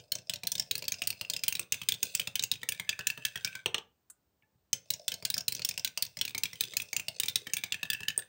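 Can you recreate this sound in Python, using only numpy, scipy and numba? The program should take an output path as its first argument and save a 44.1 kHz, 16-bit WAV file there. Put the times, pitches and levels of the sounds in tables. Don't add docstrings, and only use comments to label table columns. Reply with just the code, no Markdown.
import sys
import numpy as np
from scipy import signal
from scipy.fft import rfft, irfft, next_fast_len
from scipy.io import wavfile
from scipy.ndimage import uniform_filter1d
from numba import njit

SR = 44100
rng = np.random.default_rng(int(sys.argv[2]) if len(sys.argv) > 2 else 0)


def store_pcm(level_fs):
    pcm = np.round(np.clip(level_fs, -1, 1) * 32767).astype(np.int16)
    wavfile.write(sys.argv[1], SR, np.atleast_2d(pcm).T)


def volts_from_db(level):
    exponent = np.asarray(level, float) / 20
    return 10 ** exponent


N = 365139
SHORT_S = np.arange(4096) / SR

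# start_s, level_db, high_hz, low_db (over the blow), crack_db (over the blow)
LEAF_BLOWS = [(-.012,-17.5,5000,-14.5,-18),(0.1192,-15,4150,-29,-3),(.153,-20.5,6100,-17,-12),(.185,-33.5,5140,-6,-18),(0.2958,-13.5,3360,-15,-12.5),(.336,-21,4200,-5.5,-8),(.358,-26.5,3850,-20,-16),
              (0.4504,-40,3100,-4,-21),(.470,-15.5,4310,-39,-4.5),(0.518,-15,5990,-41,-4.5),(0.553,-19.5,3500,-38,-11),(.580,-23,5100,-20,-14),(0.5964,-14,5440,-39,-10),(0.622,-29.5,5140,-10,-25),
              (.711,-12.5,3940,-10,-7),(.753,-18,4400,-6,-6.5),(0.779,-26.5,4860,-20,0),(0.791,-33,4960,-21,-14),(0.841,-32.5,4300,1,-7),(0.852,-31,4640,-13,-18),
              (.881,-16,4560,-11.5,-4),(0.92,-16,6320,-7,-9),(0.941,-25.5,5080,-2.5,-24),(0.989,-43,5370,-18,-27),(1.037,-28,5500,-10,-23),(1.0501,-39,5700,-11,-19),(1.0722,-15.5,4710,-8.5,0),
              (1.1032,-19.5,4840,-2.5,-1),(1.127,-35,4250,1,-22),(1.249,-41.5,4700,15.5,-11),(1.299,-16.5,4530,-39,-7),(1.335,-17,3400,-19,-10),(1.364,-19.5,5100,-5.5,-13),
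              (1.392,-33,5070,-8,-15),(1.436,-14.5,5000,-6.5,-9),(1.464,-36,3430,-3.5,-21),(1.4809,-13.5,3090,-9,0),(1.525,-22.5,6350,4.5,-1),(1.552,-19.5,3850,-6,-4),(1.569,-31,4000,-4,-13),
              (1.628,-36,3750,-11,-19),(1.7223,-11.5,6430,-5.5,-7.5),(1.7426,-24,3600,3,-7),(1.833,-35,3110,-1.5,-3),(1.887,-10,3780,-12,-5),(1.9209,-15.5,3370,-9,-9),(1.9395,-26.5,3370,-16,-7),(1.9461,-29,3300,-22,-17),
              (2.0292,-12.5,6450,-7.5,-3),(2.053,-31.5,4000,-3,-3),(2.1499,-12.5,7550,-7,-5.5),(2.196,-19,3000,-1,-2.5),(2.215,-30,3150,1,-13),(2.355,-15,2980,-7,-4),
              (2.394,-14.5,3800,-16,-18),(2.4244,-21.5,6300,-10,-7),(2.437,-14,6400,-5,-6),(2.515,-12.5,3770,-11,-7),(2.537,-26,3180,-15,-16),(2.556,-35,3100,0.5,-14),(2.616,-38,3060,-10,-20),(2.6887,-16.5,6700,-1,-0.5),
              (2.721,-24.5,3320,4,0),(2.747,-37.5,3700,-8,-5),(2.892,-13.5,3420,-3,-11.5),(2.928,-36,3440,10,-10),(3.0085,-35,3540,7,-14),(3.0698,-11.5,7130,-6.5,-6.5),(3.101,-23,4620,6,-9),
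              (3.2509,-13.5,3170,-12,-7),(3.266,-34.5,3920,-3.5,-4),(3.374,-29.5,3170,-13,-10),(3.447,-12.5,5400,-14,-14.5),(3.474,-34.5,3360,11.5,-2),
              (4.73,-9.5,6100,-14,-10.5),(4.9035,-15,4080,-46,-2.5),(4.937,-21,5740,-34,-15),(5.08,-15,3390,-41,-5),(5.1183,-21.5,3080,-7,-9.5),(5.14,-23.5,4390,-22,-8),
              (5.251,-13.5,4520,-43,-7.5),(5.301,-17,3800,-30,-3),(5.341,-17,5100,-11,-8),(5.3791,-14.5,5560,-36,-9.5),(5.407,-25.5,5380,-14,-13),(5.481,-12.5,4030,-14,-4.5),
              (5.5224,-20,4370,-7,-4.5),(5.5493,-21,5870,-24,-8),(5.565,-30,4720,-16,-20),(5.5734,-36,4780,-18,-18),(5.619,-24,4720,-6,-17),(5.648,-14,5450,-29,-3),(5.689,-15.5,6050,-16,-7),
              (5.711,-24.5,5200,-3,-17),(5.740,-34.5,5460,0,-15),(5.7951,-24,5470,-19,-13),(5.847,-12,3810,-44,-6),(5.875,-25,3760,-5,-6),(6.0235,-13.5,4460,-31,-5),
              (6.0505,-29.5,4230,-9,-5),(6.0642,-32.5,5550,-6,-22),(6.189,-26.5,5500,-10,-14),(6.2122,-13.5,3100,-13,-7.5),(6.251,-22.5,3900,-1.5,-3),(6.2783,-26.5,4020,0.5,-9),
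              (6.294,-34,3730,-6,-1.5),(6.307,-33.5,3770,-2,-10),(6.379,-20,6000,-6.5,-3.5),(6.4344,-12,3960,-8,-6.5),(6.455,-24,3500,1,-9),(6.5556,-40,3080,-6,-4),(6.608,-12,3940,-13,-4),
              (6.637,-20,3496,-8,-9),(6.652,-30.5,3500,-24,-10),(6.725,-38,3270,-23,-22),(6.7684,-11.5,6650,-7.5,-5.5),(6.8,-27,3320,7,-5),(6.819,-26.5,5800,0,0),(6.965,-14,6930,-2,-6),
              (6.997,-25.5,7200,5.5,-5.5),(7.199,-14.5,3700,-4.5,-2),(7.2341,-15.5,3700,-5,-8.5),(7.258,-25,8600,-6,-6),(7.283,-15,3840,-8.5,-6.5),(7.296,-25,3840,-13,-4),
              (7.357,-10.5,3820,-15.5,-7),(7.535,-16,6460,-3.5,-2),(7.568,-22.5,3430,0,-0.5),(7.582,-30.5,3500,-20,-5),(7.722,-13.5,3420,-5,-13.5),(7.743,-25.5,3070,7,-10),
              (7.853,-34,3300,-16,-9),(7.901,-13.5,3390,-22,-5.5),(7.932,-19,3150,-9,-5),(7.948,-34,3000,10,-14),(8.032,-29,2910,-14,-12),(8.083,-13.5,3060,-16,-8),
              (8.103,-28.5,3000,4,-10),(8.191,-30.5,3500,-4,-3)]
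# start_s, level_db, low_hz, high_hz, thump_db
STEM_KNOCKS = [(.434,-28,2490,3900,-43.5),(0.823,-27,2600,4580,-47),(1.019,-19.5,2620,3000,-47),(1.2112,-21.5,2660,4290,-43),(1.5943,-18,2470,8400,-47),(1.816,-25.5,2600,3093,-46.5),
               (2.2732,-20.5,2700,3610,-40.5),(2.6314,-26,1880,3700,-47),(2.7975,-21,2140,3330,-43),(2.991,-26,1560,4600,-41.5),(3.1754,-33,1780,3060,-44),(3.3569,-24.5,1740,3310,-43.5),
               (3.552,-27,2330,3360,-51.5),(5.2244,-36,2420,4666,-43),(5.367,-30.5,1660,5000,-45),(5.594,-27.5,2615,4434,-45),(5.777,-20.5,2790,5230,-51.5),(5.9746,-19,2680,4750,-57),
               (6.17,-28,2010,5130,-46),(6.3478,-22.5,2250,3990,-41),(6.531,-31,2220,5440,-47),(6.736,-29,2070,3890,-56),(6.93,-20,2340,6170,-48),(7.083,-19,2600,4484,-42.5),
               (7.469,-28,1880,3000,-43.5),(7.6369,-19,2254,3610,-43.5),(7.83,-21.5,2600,3750,-43),(8.0049,-34.5,1670,3200,-46)]
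# pitch_hz, level_db, decay_s
TOWER_MODES = [(1660, -17, 0.058), (2188, -11, 0.035), (2620, -14.5, 0.063), (3100, -9, 0.057),
               (3600, 0, 0.024), (4286, -5, 0.034), (4456, -1.5, 0.0046), (5000, 1.5, 0.02),
               (5430, -11, 0.047), (6100, 1.5, 0.02), (6700, -5.5, 0.036), (7200, -2, 0.024),
               (8076, 0, 0.014), (9173, -3.5, 0.013)]
# pitch_hz, level_db
CRACK_COLOUR = [(7000, -28), (8600, 5.5), (9800, -3.5), (11500, -11), (13300, -12), (14300, 2), (15200, 5),
                (15800, 11), (16300, -37), (17500, -50)]
STEM_PATH = sum([ [(0.0, 534, 9), (0.43, 630, 4.5), (0.54, 558, 2), (0.6, 659, 6.5), (0.68, 607, -1.5),
             (0.72, 430, 7.5), (0.94, 624, -4.5), (1.18, 628, -6.5), (1.28, 518, 4.5), (1.43, 585, -0.5),
             (1.51, 496, -4), (1.73, 480, -0.5), (1.84, 690, -28), (1.88, 414, 2), (1.97, 524, -2),
             (2.05, 446, -3.5), (2.09, 544, -11.5), (2.58, 451, -6), (2.74, 513, -3.5), (2.76, 575, -8),
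             (3.01, 557, -5.5), (3.07, 460, -8), (3.1, 637, -8.5), (3.51, 475, -14.5), (3.54, 590, -15),
             (3.65, 500, -5)], [(4.72, 496, 12.5), (4.85, 503, -1), (4.87, 651, -4), (4.92, 572.3, 4),
             (5.44, 609, 4), (5.48, 436.4, 4), (5.66, 505, -5), (5.68, 636.7, -5), (6.43, 461, -7),
             (6.48, 546, -21), (6.62, 406, -5), (6.86, 537.4, -7), (7.02, 446.2, -7), (7.05, 592.3, 0),
             (7.23, 451.2, -11), (7.27, 520.5, -11), (7.41, 402, -0.5), (7.65, 629, -20), (7.73, 410, -15),
             (7.79, 603.4, -6), (7.91, 512.5, -8), (7.97, 635, -19), (8.0, 400, -6), (8.08, 640, -21),
             (8.18, 450, -8), (8.28, 479, -19)], ], [])
# pitch_hz, level_db, decay_s
TABLE_MODES = [(83, 0.5, 0.0082), (118, 0.5, 0.073), (150, -0.5, 0.058), (179.6, -8, 0.058),
               (231, -3, 0.047), (316, -5.5, 0.013), (365.4, -14, 0.051), (451, -18.5, 0.18),
               (560, -25, 0.034), (690, -10, 0.031), (900, -12.5, 0.082), (1200, -1.5, 0.014)]
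# time_s, level_db
ROLL_LEVEL = [(0,-51),(.08,-64),(.3,-59.5),(.45,-62),(.65,-52),(.83,-58),(1.0,-46.5),(1.22,-53),(1.52,-51.5),(1.68,-62),(1.8,-42),(1.95,-57.5),(2.05,-36.5),(2.25,-43),(2.4,-66),
              (2.6,-55),(2.8,-50),(3.0,-52),(3.3,-48.5),(3.57,-46),(3.65,-65),(3.7,-120),(4.71,-120),(4.76,-84.5),(4.87,-56.5),(4.95,-54.5),(5.2,-53),(5.39,-67),(5.48,-57),(5.58,-50),
              (5.86,-55),(5.95,-55),(6.06,-52),(6.3,-55),(6.41,-60),(6.47,-46.5),(6.7,-45.5),(6.95,-49),(7.18,-54),(7.3,-48.5),(7.5,-47),(7.76,-53.5),(8.0,-50.5),(8.28,-56)]
# pitch_hz, level_db
AIR_COLOUR = [(30, -29), (60, 2.5), (100, -5.5), (240, -10.5), (500, -14.5), (1100, -19), (2000, -26),
              (4000, -26.5), (7000, -28.5), (8600, -29), (11000, -40), (13700, -33), (15000, -16.5),
              (15800, -31.5), (16100, -43)]
# pitch_hz, level_db, decay_s
ROOM_COLOUR = [(122, -6.5, 0.48), (400, 1.5, 0.24), (1240, 1, 0.25), (3000, -9, 0.11), (6000, -7.5, 0.18),
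               (10000, -0.5, 0.078), (15000, -6, 0.17)]
# start_s, stop_s, low_hz, high_hz, low_db, high_db
RINGING_LEAVES = [(.11, 0.697, 2900, 5440, -21, 2), (0.693, 1.466, 2620, 5000, -7, -0.5),
                  (4.89, 5.467, 2830, 5330, -34, 4), (5.47, 6.2, 2620, 4960, -7, -6),
                  (2.617, 2.884, 1740, 2300, 0, 7), (2.872, 3.283, 1733, 2620, 7.5, 13.5),
                  (3.34, 3.405, 1600, 2600, 4.5, 7.5), (3.43, 3.627, 1550, 2298, 5, 8.5),
                  (7.456, 7.685, 1710, 2300, -4, 7), (7.723, 8.056, 1736, 2620, 7.5, 13.5),
                  (8.064, 8.282, 1750, 2850, 8, -1.5)]
# start_s, level_db, crack_db (over the bounce)
TRAY_BOUNCES = [(3.66, -12, -13.5), (3.745, -14, -19), (3.782, -25.5, -15)]
# pitch_hz, level_db, decay_s
TRAY_MODES = [(263, -35.5, 0.023), (456, -18, 0.053), (580, -20, 0.029), (940, -19, 0.043),
              (1197, -18, 0.039), (1600, -22, 0.03), (1900, -19, 0.047), (2600, -9.5, 0.036),
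              (3060, 4.5, 0.019), (3540, -23, 0.11), (3940, -14.5, 0.048), (5000, -8.5, 0.0094),
              (6000, -19, 0.06), (6700, -10, 0.018), (7700, -4, 0.0086), (8650, -17, 0.021)]
# start_s, level_db, decay_stretch (times), spread (share of pitch),
# contrast (times the tone levels in dB), knock_db (tray knock over the tap)
GLASS_TAPS = [(4.099, -38, 4, 0.16, 0.68, -29.5), (8.1775, -10.5, 0.5, 0.0062, 1.14, -27),
              (8.185, -28, 1.4, 0.0045, 0.77, -48), (8.197, -30, 2, 0.0044, 0.62, -39)]
# pitch_hz, level_db, decay_s
TAP_TONES = [(1500, -26, .01), (3000, -26, .006), (4800, -22, .007), (6600, -17, .008), (8600, 0, .013),
             (10200, -19, .007), (12000, -24, .007), (15000, -9, .012)]


def on_log(hz, table, column):
    rows = np.array(table, float)
    return np.interp(np.log(hz + 1), np.log(rows[:, 0]), rows[:, column])


def coloured(length, table):
    size = next_fast_len(length)
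    hz = np.arange(size // 2 + 1) * SR / size
    spectrum = rfft(rng.standard_normal(length), size) * volts_from_db(on_log(hz, table, 1))
    noise = irfft(spectrum, size)[:length]
    return noise / noise.std()


def ring(modes, scatter_db, spread, rise_s, count=3):
    hz, db, decay_s = np.repeat(modes, count, axis=0).T[:, :, None]
    t = SHORT_S[:int(SR * decay_s.max())]
    level_chance, pitch_chance, phase = rng.standard_normal((3, len(hz), 1))
    envelope = volts_from_db(db + scatter_db * level_chance) * np.exp(-np.log(1000) * t / decay_s)
    tones = np.sin(2 * np.pi * hz * (1 + spread * pitch_chance) * t + phase)
    sound = (envelope * tones).sum(0) * (1 - np.exp(-t / rise_s))
    return sound / np.abs(sound).max()


def crack(decay_s):
    envelope = np.exp(-np.log(1000) * SHORT_S / decay_s) * (1 - np.exp(-SHORT_S / 0.00065))
    burst = coloured(len(SHORT_S), CRACK_COLOUR) * envelope
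    return burst / np.abs(burst).max()


def add(out, start_s, sound):
    i = int(start_s * SR)
    sound, i = sound[max(-i, 0):], max(i, 0)
    out[i:i + len(sound)] += sound[:N - i]


@njit
def svf(x, hz, width):
    y, band, low = np.empty(len(x)), 0., 0.
    for i in range(len(x)):
        g, k = np.tan(np.pi * hz[i] / SR), width / hz[i]
        v = (band + g * (x[i] - low)) / (1 + g * (g + k))
        band, low, y[i] = 2 * v - band, low + 2 * g * v, k * v
    return y


def steep(x, hz, width):
    hz = np.full(len(x), 1.) * hz
    return svf(svf(x, hz, width), hz, width)


def stem_at(t, axis):
    path = np.array(STEM_PATH)
    return np.interp(t, path[:, 0], path[:, axis])


def contacts():
    leaf_low_hz = 2600
    rows = []
    for s, db, high_hz, low_db, crack_db in LEAF_BLOWS:
        thump_db = -40 + 0.39 * db
        rows.append((s, db, leaf_low_hz, high_hz, low_db, crack_db, thump_db, 0))
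    for s, db, low_hz, high_hz, thump_db in STEM_KNOCKS:
        rows.append((s, db, low_hz, high_hz, -0.5, -7.5, thump_db, 15.5))
    return np.array(sorted(rows))


def leaves():
    out, tower = np.zeros(N), np.array(TOWER_MODES)
    for s, db, low_hz, high_hz, low_db, crack_db, thump_db, stem_db in contacts():
        pitch_chance, stem_chance, thump_chance = rng.standard_normal(3)
        low_mode = [(low_hz * (1 + 0.03 * pitch_chance), 0, .03)]
        add(out, s, volts_from_db(db + low_db - 5.5) * ring(low_mode, 6.7, 0.035, 0.00013, count=5))
        add(out, s, volts_from_db(db - 7.5) * ring([(high_hz, 0, .018)], 1.2, .03, 0.00051))

        near_db = (0.05 * db - 2.5) * np.abs(np.log2(tower[:, 0] / high_hz))
        driven = tower + np.outer(near_db, (0, 1, 0))
        add(out, s, volts_from_db(db - 5.0) * ring(driven, 3.8, 0.0595, 0.00084, count=7))
        add(out, s, volts_from_db(db + crack_db) * crack(0.022))

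        stem = ring([(stem_at(s, axis=1), 0, .06)], 2.3, 0.1202, 0.0014)
        stem_level_db = -51.5 + stem_at(s, axis=2) + stem_db + 0.43 * db + 3.6 * stem_chance
        add(out, s + 0.0011, volts_from_db(stem_level_db) * stem)
        click = ring([(924, 0, .015), (1238, 0, 0.021)], 4.0, 0.094, 0.0004)
        add(out, s, volts_from_db(stem_db + 0.62 * db - 44.5) * click)
        add(out, s + .002, volts_from_db(thump_db + thump_chance) * ring(TABLE_MODES, 2.5, 0.054, 0.0027))
    return out


def grain_ticks():
    ticks = rng.standard_normal(N) * volts_from_db(3.5 * np.minimum(rng.exponential(size=N), 5))
    clumps = np.repeat(rng.standard_normal(N // 128 + 1), 128)
    clumps = uniform_filter1d(clumps, size=128)[:N]
    ticks = ticks * volts_from_db(11.6 * clumps)
    return ticks / ticks.std() + volts_from_db(-6) * rng.standard_normal(N)


def last_contact(t):
    return np.clip(np.searchsorted(contacts()[:, 0], t) - 1, 0, None)


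def roll_gain():
    t = np.arange(N) / SR
    since_s = np.maximum(t - contacts()[last_contact(t), 0], 0)
    fade_db_per_s = -24
    return volts_from_db(np.interp(t, *np.transpose(ROLL_LEVEL)) + fade_db_per_s * since_s)


def rolling(ticks):
    t = np.arange(N) / SR
    _, _, low_hz, high_hz, low_db, _, _, _ = contacts()[last_contact(t)].T
    leaf = steep(ticks, low_hz, 210.0) * volts_from_db(12.5 + .4 * low_db)
    leaf = leaf + steep(ticks, np.minimum(high_hz, 5400), 700.0) * volts_from_db(8.5)
    tower = np.zeros(N)
    for hz, db, _ in TOWER_MODES:
        tower += volts_from_db(db + 5.5 - 2.5 * np.log2(hz / 3000)) * steep(ticks, hz, 410.0)
    treble = volts_from_db(-14.5) * coloured(N, CRACK_COLOUR) + volts_from_db(-7.5) * steep(ticks, 5800., 2000.)
    purr = leaf + tower + treble
    purr = signal.sosfilt(signal.butter(4, 1500, "high", fs=SR, output="sos"), purr)

    stem_hz = stem_at(t, axis=1)
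    stem = steep(steep(ticks, stem_hz, 280.0), stem_hz, 400.)
    stem = volts_from_db(-15.5 + stem_at(t, axis=2)) * stem / stem.std()
    return roll_gain() * (volts_from_db(-8.5) * purr / purr.std() + stem)


def air():
    return volts_from_db(-78) * coloured(N, AIR_COLOUR)


def room(x):
    t = np.arange(int(.35 * SR)) / SR
    tail = 0
    for hz in 90 * 2 ** np.arange(0, 7.6, .5):
        band = svf(rng.standard_normal(len(t)), np.full(len(t), hz), hz / 3)
        decay = np.exp(-np.log(1000) * t / on_log(hz, ROOM_COLOUR, 2))
        tail = tail + volts_from_db(on_log(hz, ROOM_COLOUR, 1)) * band * decay
    tail = tail * np.clip(t / 0.0015, 0, 1) ** 2
    return signal.fftconvolve(x, tail / np.sqrt(np.sum(tail ** 2)))[:N]


def ringing_leaves(ticks):
    rows, out = contacts(), np.zeros(N)
    drive = volts_from_db(5.0) * ticks * roll_gain()
    blow_at = np.maximum(rows[:, 0] * SR, 0).astype(int)
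    drive[blow_at] += volts_from_db(.5 * rows[:, 1] + 8.5)
    t = np.arange(N) / SR
    for start, stop, low_hz, high_hz, low_db, high_db in RINGING_LEAVES:
        progress = np.clip((t - start) / (stop - start), 0, 1)
        drift = 1 + 0.022 * (.5 - progress)
        here = drive * (t > start) * (t < stop)
        out += volts_from_db(low_db) * steep(here, low_hz * drift, low_hz * .12)
        out += volts_from_db(high_db) * steep(here, high_hz / drift, high_hz * 0.049)
    return out


def tray_bounces():
    out = np.zeros(N)
    for s, db, crack_db in TRAY_BOUNCES:
        add(out, s - .001, volts_from_db(db) * ring(TRAY_MODES, 1.6, 0.07, 0.0013, count=10))
        add(out, s - .001, volts_from_db(db + crack_db) * crack(.02))
        add(out, s + 0.00083, volts_from_db(db - 26.5) * ring(TABLE_MODES, 3.7, 0.043, .003))
    return out


def glass_taps():
    out = np.zeros(N)
    knock_modes = [(217, 17, 0.0096), (450, 5.0, 0.024), (720, -26.0, 0.007)]  # pitch_hz, level_db, decay_s
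    for s, db, stretch, spread, contrast, knock_db in GLASS_TAPS:
        tones = np.multiply(TAP_TONES, (1, contrast, stretch))
        add(out, s, volts_from_db(db) * ring(tones, 0.7, spread, 0.00054 * stretch, count=20))
        add(out, s, volts_from_db(db + knock_db) * ring(knock_modes, 1.1, 0.21, 0.00014))
    return out


def squeak():
    out = np.zeros(N)
    # pitch_hz, level_db, decay_s
    tick_modes = [(1390, -12.0, 0.018), (2300, 1, 0.037), (2810, 2, 0.019), (3500, -11.5, .015)]
    squeak_modes = [(870, -4, 0.2), (1740, 6.0, 0.056), (2600, -1, 0.062)]
    low_modes = TABLE_MODES[:3]
    add(out, 4.423, volts_from_db(-58.5) * ring(tick_modes, 1.5, 0.022, 0.00065))
    add(out, 4.431, volts_from_db(-64.5) * ring(squeak_modes, .1, 0.0011, 0.0022, count=1))
    add(out, 4.43, volts_from_db(-70) * ring(low_modes, 1.5, .03, .004))
    add(out, 4.552, volts_from_db(-65.0) * ring(low_modes, 1.7, 0.0315, 0.0079))
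    return out


def scene():
    ticks = grain_ticks()
    near = leaves() + rolling(ticks) + ringing_leaves(ticks)
    near = near + tray_bounces() + glass_taps() + squeak()
    return (near + volts_from_db(-11.5) * room(near) + air())[None]


def roll_off(x):
    return signal.sosfilt(signal.butter(12, 17150, fs=SR, output="sos"), x)


def record(dry):
    x = signal.sosfilt(signal.butter(4, 64, "high", fs=SR, output="sos"), dry)
    x = signal.sosfilt(signal.ellip(6, .2, 60, 16000, fs=SR, output="sos"), x)
    return roll_off(x)


dry = scene()
out = record(dry)
store_pcm(out)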